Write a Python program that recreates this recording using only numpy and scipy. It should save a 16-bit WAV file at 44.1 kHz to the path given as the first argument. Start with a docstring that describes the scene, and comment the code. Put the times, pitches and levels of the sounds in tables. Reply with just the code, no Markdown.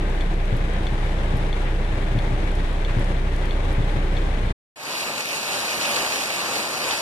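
"""A flooded street in a downpour

First we sit in an idling car: rain drums on the body, water slaps it, the wipers thump the
windscreen and the indicator's relay (an electric switch) ticks. After a short silence we are
outdoors, where muddy water rushes down the street and raindrops spatter on the paving."""
import sys
import numpy as np
from scipy import signal
from scipy.fft import rfft, irfft
from scipy.io import wavfile
from scipy.ndimage import uniform_filter1d

SR = 44100
rng = np.random.default_rng(int(sys.argv[2]) if len(sys.argv) > 2 else 0)


def master_out(mix):
    """Clip the mix to full scale and print it as 16-bit PCM to the path in sys.argv[1]."""
    frames = np.transpose(np.atleast_2d(mix))
    ceiling = np.clip(frames, -1, 1)
    pcm = np.round(ceiling * 32767).astype(np.int16)
    wavfile.write(sys.argv[1], SR, pcm)


N = 309141
TIME = np.arange(N) / SR
CAR_ENDS_S, STREET_STARTS_S = 4.527, 4.759

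# Surges in the street. Each row: time in seconds, relative level in dB of the torrent, then of the spray.
STREET_SURGES = [(4.93, -33.5, -34), (5.02, -33.5, -32.5), (5.09, -31, -33), (5.14, -34, -35),
                 (5.2, -32.5, -32.5), (5.23, -37.0, -36), (5.34, -32.5, -33.0), (5.41, -34, -32.5),
                 (5.56, -31, -31), (5.76, -31, -31), (5.83, -30, -29.5), (5.97, -27.5, -28),
                 (6.08, -30, -30), (6.2, -31, -29.5), (6.3, -33, -32), (6.45, -30, -31.5),
                 (6.6, -30.5, -29.5), (6.68, -31, -34), (6.77, -32.5, -32.5), (6.83, -30.5, -31.5),
                 (6.92, -28, -31), (6.98, -32, -31.5)]


def gain_of(db):
    """Turns decibels (dB) into a number to multiply a sound by."""
    return 10 ** (np.asarray(db) / 20)


def unit_level(x):
    """Scales a signal so that its average power is one."""
    return x / np.sqrt(np.mean(x ** 2) + 1e-20)


def at_pitch(rows, hz, column=1):
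    """Reads a table's column at any frequency, sliding between rows on a musical scale."""
    table = np.transpose(rows)
    return np.interp(np.log(hz + 1), np.log(table[0] + 1), table[column])


def over_time(rows, column=1):
    """Reads a table's column at every sample, sliding between rows."""
    table = np.transpose(rows)
    return np.interp(TIME, table[0], table[column])


def add(mix, s, sound):
    """Mixes a sound in, starting at s seconds."""
    part = mix[..., max(round(s * SR), 0):][..., :sound.shape[-1]]
    part += sound[..., :part.shape[-1]]


def band(x, hz, kind, order=2):
    """Keeps what lies below hz ("lowpass") or above it ("highpass")."""
    return signal.sosfilt(signal.butter(order, hz, kind, fs=SR, output="sos"), x)


def wander(rate_hz):
    """A smooth random wobble, with up to about rate_hz swings a second."""
    hz = np.fft.rfftfreq(N, 1 / SR)
    return unit_level(irfft(rfft(rng.standard_normal(N)) / (1 + (hz / rate_hz) ** 4), N))


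def ring(modes, t):
    """The tones of a struck object. Each drops by 60 dB over its fade time, t60."""
    return sum(gain_of(db - 60 * t / t60) * np.sin(2 * np.pi * hz * t) for hz, db, t60 in modes)


def burst(t60, size=4096):
    """A stereo puff of noise that starts at once and fades over t60 seconds."""
    return rng.standard_normal((2, size)) * np.exp(-np.log(1000) * np.arange(size) / SR / t60)


def patter(per_s, spread_db, t60):
    """Two streams of landing drops: many small, a few large, each a short spatter."""
    sizes = gain_of(spread_db * np.minimum(rng.exponential(1, (2, N)), 4.5))
    hits = sizes * (rng.random((2, N)) < per_s / SR)
    power = signal.lfilter([1], [1, -np.exp(-2 * np.log(1000) / (t60 * SR))], hits ** 2)
    return unit_level(np.sqrt(power) * rng.standard_normal((2, N)))


def colour(streams, spectrum, image, patchy_db, size):
    """Gives two noises a tone for each ear; image says how alike and how far out of step the ears are."""
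    hz, t, (a, b) = signal.stft(streams, SR, nperseg=size, noverlap=size * 3 // 4)
    shared = image(hz[:, None], t)
    likeness = np.minimum(abs(shared), 1)
    left = a * np.exp(1j * np.angle(shared)) * gain_of(at_pitch(spectrum, hz, column=1))[:, None]
    right = likeness * a + np.sqrt(1 - likeness ** 2) * b
    right *= gain_of(at_pitch(spectrum, hz, column=2))[:, None]
    # Random louder and softer patches, smoothed across pitch and then across time.
    patches = uniform_filter1d(rng.standard_normal(a.shape), size=21, axis=0)
    patches = unit_level(uniform_filter1d(patches, size=7, axis=1))
    shaped = np.array([left, right]) * gain_of(patchy_db * patches)
    return unit_level(signal.istft(shaped, nperseg=size, noverlap=size * 3 // 4)[1][:, :N])


def engine(firing_hz=30.04, stumble_cycles=0.039):
    """The idling engine booms in the cabin: its tones peak together at each slightly uneven firing."""
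    # The engine's tones. Each row: multiple of the firing rate, level in dB.
    tones = [(1, -22), (1.5, -60), (2, -32.5), (3, -38.5), (4, -43)]
    cycles = firing_hz * TIME + .58 + stumble_cycles * wander(rate_hz=12)
    out = np.zeros(N)
    for multiple, db in tones:
        unsteady = gain_of(.5 * multiple * wander(rate_hz=2.2))
        out += gain_of(db) * unsteady * np.sqrt(2) * np.cos(2 * np.pi * multiple * cycles)
    return out * gain_of([[-.25], [.25]])  # left ear, right ear


def rain_on_car(level_db=-27, flurry_db=0.77, left_lag_s=0.000496):
    """Drops drum on the roof and glass over the dull wash of the flood; the cabin rings faintly."""
    # Rain and flood heard through the body. Each row: frequency in Hz, relative dB left, then right.
    spectrum = [(45, -49.5, -47.5), (102, -50, -53), (186.6, -52.5, -55.5), (233, -60.5, -61.5),
                (355, -60, -60.5), (760, -63.5, -64.5), (1240, -67, -69), (1300, -69.5, -72),
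                (1560, -65, -70), (2130, -66, -73.5), (2800, -72.5, -78), (3630, -73, -79.5),
                (4700, -84.5, -86), (8100, -88, -100.1), (9050, -91.5, -90), (13200, -100.7, -104.9)]
    # How alike the two ears sound. Each row: frequency in Hz, likeness from 0 to 1.
    likeness = [(60, 0.98), (130, 0.99), (400, 0.78), (700, 0.51), (1400, 0.2), (3000, 0.061)]
    # The cabin's hollow tones. Each row: frequency in Hz, width in Hz, relative level in dB.
    cabin_tones = [(187, 5.7, -8), (319.2, 25, -1.5), (392.3, 5.1, 5), (472.5, 2.9, -2.5), (567, 69, -8),
                   (831.6, 10.4, 2)]
    # The rain swells and eases. Each row: time in seconds, change of level in dB.
    swells = [(.2, 0), (.4, -1.5), (.7, 0), (.95, 0), (1.07, 1.6), (1.2, -0.6), (1.55, 0), (2.2, 0),
              (2.65, 0.5), (2.79, 0), (2.95, 1.1), (3.15, 0), (3.8, 0.4), (4.05, 0.3), (4.5, 0.2)]
    rain = rng.standard_normal((2, N)) + gain_of(-3) * patter(per_s=700, spread_db=1.5, t60=0.025)
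    rain *= gain_of(flurry_db * wander(rate_hz=24))
    hollow = sum(gain_of(db) * signal.lfilter(*signal.iirpeak(hz, hz / width, fs=SR), rain)
                 for hz, width, db in cabin_tones)

    def image(hz, t):
        phase = -2 * np.pi * left_lag_s * np.maximum(hz - 480, 0)  # the left ear lags above the bass
        return at_pitch(likeness, hz) * np.exp(1j * phase)

    wash = colour(rain + hollow, spectrum, image, patchy_db=0.57, size=2048)
    return band(wash, 36, "highpass", order=4) * gain_of(level_db + over_time(swells))


def water_sheets(length_s=.09):
    """Now and then a sheet of water slaps the car with a short, soft swish."""
    # The slaps. Each row: time of the loudest moment in seconds, relative level in dB.
    slaps = [(.75, -26), (1.675, -22.5), (2.895, -24.5), (3.445, -26), (3.76, -26)]
    out = np.zeros((2, N))
    swell = np.hanning(round(length_s * SR))
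    for s, db in slaps:
        noise = rng.standard_normal((2, SR))[:, :len(swell)]
        add(out, s - length_s / 2, gain_of(db) * swell * noise)
    return band(band(out, 1000, "highpass"), 2500, "lowpass", order=4) * gain_of([[2], [-2]])


def glass_drops():
    """Single big drops tick sharply on the glass, to the left."""
    # Drops hitting the glass. Each row: start in seconds, relative level in dB.
    drops = [(.0987, -39), (.3385, -42), (.4544, -39), (.7355, -38), (2.5162, -41), (2.5531, -37),
             (2.7282, -41), (3.043, -36), (3.3623, -37), (3.455, -35.5)]
    out = np.zeros((2, N))
    for s, db in drops:
        add(out, s, gain_of(db) * burst(t60=.025))
    return band(band(out, 3800, "highpass"), 8500, "lowpass") * gain_of([[2.5], [-2.5]])


def wipers(first_s=.523, period_s=.8142, turn_db=3):
    """The blades flop over and thump the windscreen at each turn, and more softly where they catch."""
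    # The struck windscreen's tones. Each row: frequency in Hz, relative level in dB, fade in seconds.
    screen_tones = [(116.4, -16, 0.18), (149.4, -21.5, 0.16), (187.4, -22, 0.098), (282, -36, 0.36),
                    (371, -35.5, 0.17), (583, -41.5, 0.092)]
    # A blade catches in mid-sweep. Each row: start in seconds, relative level in dB.
    catches = [(.92, -3), (2.31, -1), (3.951, -2)]
    # The wet rubber edge flicks near each turn. Each row: start in seconds, relative level in dB.
    flicks = [(.5671, -38.5), (1.3693, -38.5), (2.188, -43), (2.9935, -37), (3.7264, -39)]
    # The rubber edge's tone. Each row: frequency in Hz, relative level in dB, fade in seconds.
    rubber_tones = [(5050, -6, .02)]
    out, t = np.zeros((2, N)), np.arange(SR // 3) / SR
    thump = ring(screen_tones, t) * (1 - np.exp(-t / 0.0042)) * gain_of([[2], [-2]])
    turns = [(s, turn_db) for s in np.arange(first_s, CAR_ENDS_S, period_s)]
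    for s, db in turns + list(catches):
        flop = gain_of(-31) * band(burst(t60=0.14), 500, "lowpass")
        add(out, s, gain_of(db) * thump)
        add(out, s, gain_of(db) * flop)
    for s, db in flicks:
        snap = band(band(burst(t60=.05), 9300, "highpass", order=4), 11500, "lowpass", order=4)
        add(out, s, gain_of(db) * gain_of([[3], [-3]]) * snap)
        add(out, s, gain_of(db) * ring(rubber_tones, t))
    return out


def indicator_relay(first_s=.2082, period_s=.66, hold_s=.318):
    """The indicator's switch ticks as its metal arm pulls in and, much more softly, as it lets go."""
    # Tones of the arm and case. Each row: frequency in Hz, relative level in dB, fade in seconds.
    relay_tones = [(2170, -24, 0.016), (3400, -13, 0.0082), (3480, -35.5, 0.043), (4300, -26, 0.014),
                   (5930, -28, 0.0049)]
    # The tick and its echoes off dashboard and windows. 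Each row: delay in seconds, relative dB.
    echoes = [(0, -3.5), (.0058, -14), (.0135, -20)]
    out, t = np.zeros((2, N)), np.arange(2048) / SR
    tick = ring(relay_tones, t) * (1 - np.exp(-(t / 0.0015) ** 2))
    pull, release = gain_of(1.8) * tick, gain_of(-12) * tick
    for s in np.arange(first_s, CAR_ENDS_S, period_s):
        for delay, echo_db in echoes:
            add(out, s + delay, gain_of(echo_db) * pull)
        cabin = burst(t60=0.09)  # sound dies quickly in the padded cabin
        tail = signal.oaconvolve(pull[None], cabin / np.linalg.norm(cabin[0]), axes=1)
        add(out, s, gain_of(-10.5) * tail)
        contact_snap = band(band(burst(t60=.015), 4500, "highpass"), 8000, "lowpass")
        add(out, s, gain_of(-40.5) * contact_snap)
        add(out, s + hold_s, release)
    return out * gain_of([[3], [-2]])


def open_street(streams, sway, patchy_db, spacing_hz=1074, sway_share=.007):
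    """Sound from both sides puts the ears in and out of step, at pitches that shift as we sway."""
    # The tone of the wet street. Each row: frequency in Hz, relative dB left, then right.
    spectrum = [(40, -81, -84), (150, -68, -66.5), (470, -63, -62.5), (540, -58.5, -60), (650, -60.5, -60),
                (1100, -61.5, -62), (1550, -64, -65), (2490, -59, -56.5), (3440, -67.5, -67.5),
                (4380, -59.5, -60.5), (5180, -66.8, -69), (6840, -66.5, -69.5), (7450, -70, -72.5),
                (9300, -69.5, -74), (13000, -76, -80.5), (15000, -82, -98)]
    # Where the sound comes from. Each row: frequency in Hz, likeness of the ears from 0 to 1,
    # lean from 0 (both sides alike) to 1 (right only).
    sides = [(100, .67, .4), (450, .7, .4), (900, .92, .4), (1600, .92, .42), (2150, .99, .85),
             (2700, .9, .85), (3250, .99, .45), (4300, .99, .55), (5300, .8, .45), (6400, .75, .12),
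             (8400, .52, .1), (14000, .25, .1)]

    def image(hz, t):
        swayed_hz = spacing_hz * (1 + sway_share * np.interp(t, TIME, sway))
        angle = np.pi * np.maximum(hz / swayed_hz - 1, 0)
        likeness, lean = at_pitch(sides, hz, column=1), at_pitch(sides, hz, column=2)
        return likeness * (np.cos(angle) - 1j * lean * np.sin(angle))

    return colour(streams, spectrum, image, patchy_db, size=1024)


def torrent(sway, boost_db=1.15):
    """Churning water makes a wide rush full of small gurgles."""
    churn = rng.standard_normal((2, N)) + gain_of(-6) * patter(per_s=400, spread_db=3.5, t60=0.025)
    rush = unit_level(band(open_street(churn, sway, patchy_db=.5), 1780, "lowpass", order=4))
    return rush * gain_of(boost_db + over_time(STREET_SURGES, column=1))


def spray(sway, boost_db=4.5, flurry_db=.5):
    """Countless drops spatter on water and paving, in quick uneven flurries."""
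    drops = rng.standard_normal((2, N)) + gain_of(-4) * patter(per_s=1500, spread_db=4, t60=0.0038)
    hiss = unit_level(band(open_street(drops, sway, patchy_db=1.12), 1790, "highpass", order=4))
    level_db = boost_db + over_time(STREET_SURGES, column=2) + flurry_db * wander(rate_hz=9.2)
    return hiss * gain_of(level_db)


def near_drops(splash_db=-3.5, flatten_s=0.00018):
    """Big drops tap and splash close by, each taking a moment to flatten on the wet ground."""
    # The landing drops. Each row: start in seconds, relative level in dB, pitch in Hz.
    drops = [(4.8714, -24, 2590), (4.9207, -21, 2930), (5.2052, -18, 2700), (5.269, -22, 2780),
             (5.3068, -25, 3100), (5.5507, -20, 2800), (5.7286, -16, 2800), (5.8117, -14, 2900),
             (5.8527, -14.5, 2950), (5.9189, -23, 2810), (5.9591, -14, 2790), (6.0626, -23, 2780),
             (6.1214, -16, 2600), (6.4035, -16.5, 2600), (6.9091, -13, 3470), (6.915, -18, 5000)]
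    # The tones of one tap. Each row: multiple of its pitch, relative level in dB, fade in seconds.
    tap_tones = [(0.189, -22, 0.072), (.84, -21, 0.005), (1, 1.5, 0.0075), (1.53, -11, .005)]
    out, t = np.zeros((2, N)), np.arange(2048) / SR
    onset = 1 - np.exp(-t / flatten_s)
    for s, db, pitch in drops:
        tap = ring([(multiple * pitch, tone_db, t60) for multiple, tone_db, t60 in tap_tones], t)
        splash = band(band(burst(t60=0.061, size=2048), 2300, "highpass"), 5800, "lowpass", order=4)
        left, right = gain_of(db) * (tap + gain_of(splash_db) * splash) * onset
        add(out[0], s + 0.0006, left)  # the left ear hears it a little later
        add(out[1], s + 0.0003, right)
    return out


def scene():
    """The muffled inside of the car, a short silence, then the street fading in."""
    car = engine() + rain_on_car() + wipers() + indicator_relay() + glass_drops() + water_sheets()
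    car = band(car, 12700, "lowpass", order=12)
    sway = wander(rate_hz=7.3)
    street = torrent(sway) + spray(sway) + near_drops()
    fade_out = np.clip((CAR_ENDS_S - TIME) / 0.015, 0, 1)
    fade_in = np.clip(0.14 + (TIME - STREET_STARTS_S) / 0.19, 0, 1) * (TIME >= STREET_STARTS_S)
    return car * fade_out + street * fade_in


def record(dry):
    """Cuts away the very highest treble, above 15300 Hz."""
    lowpass = signal.firwin(511, 15300, window=("kaiser", 9), fs=SR)
    return signal.oaconvolve(dry, lowpass[None], "same")


dry = scene()
out = record(dry)
master_out(out)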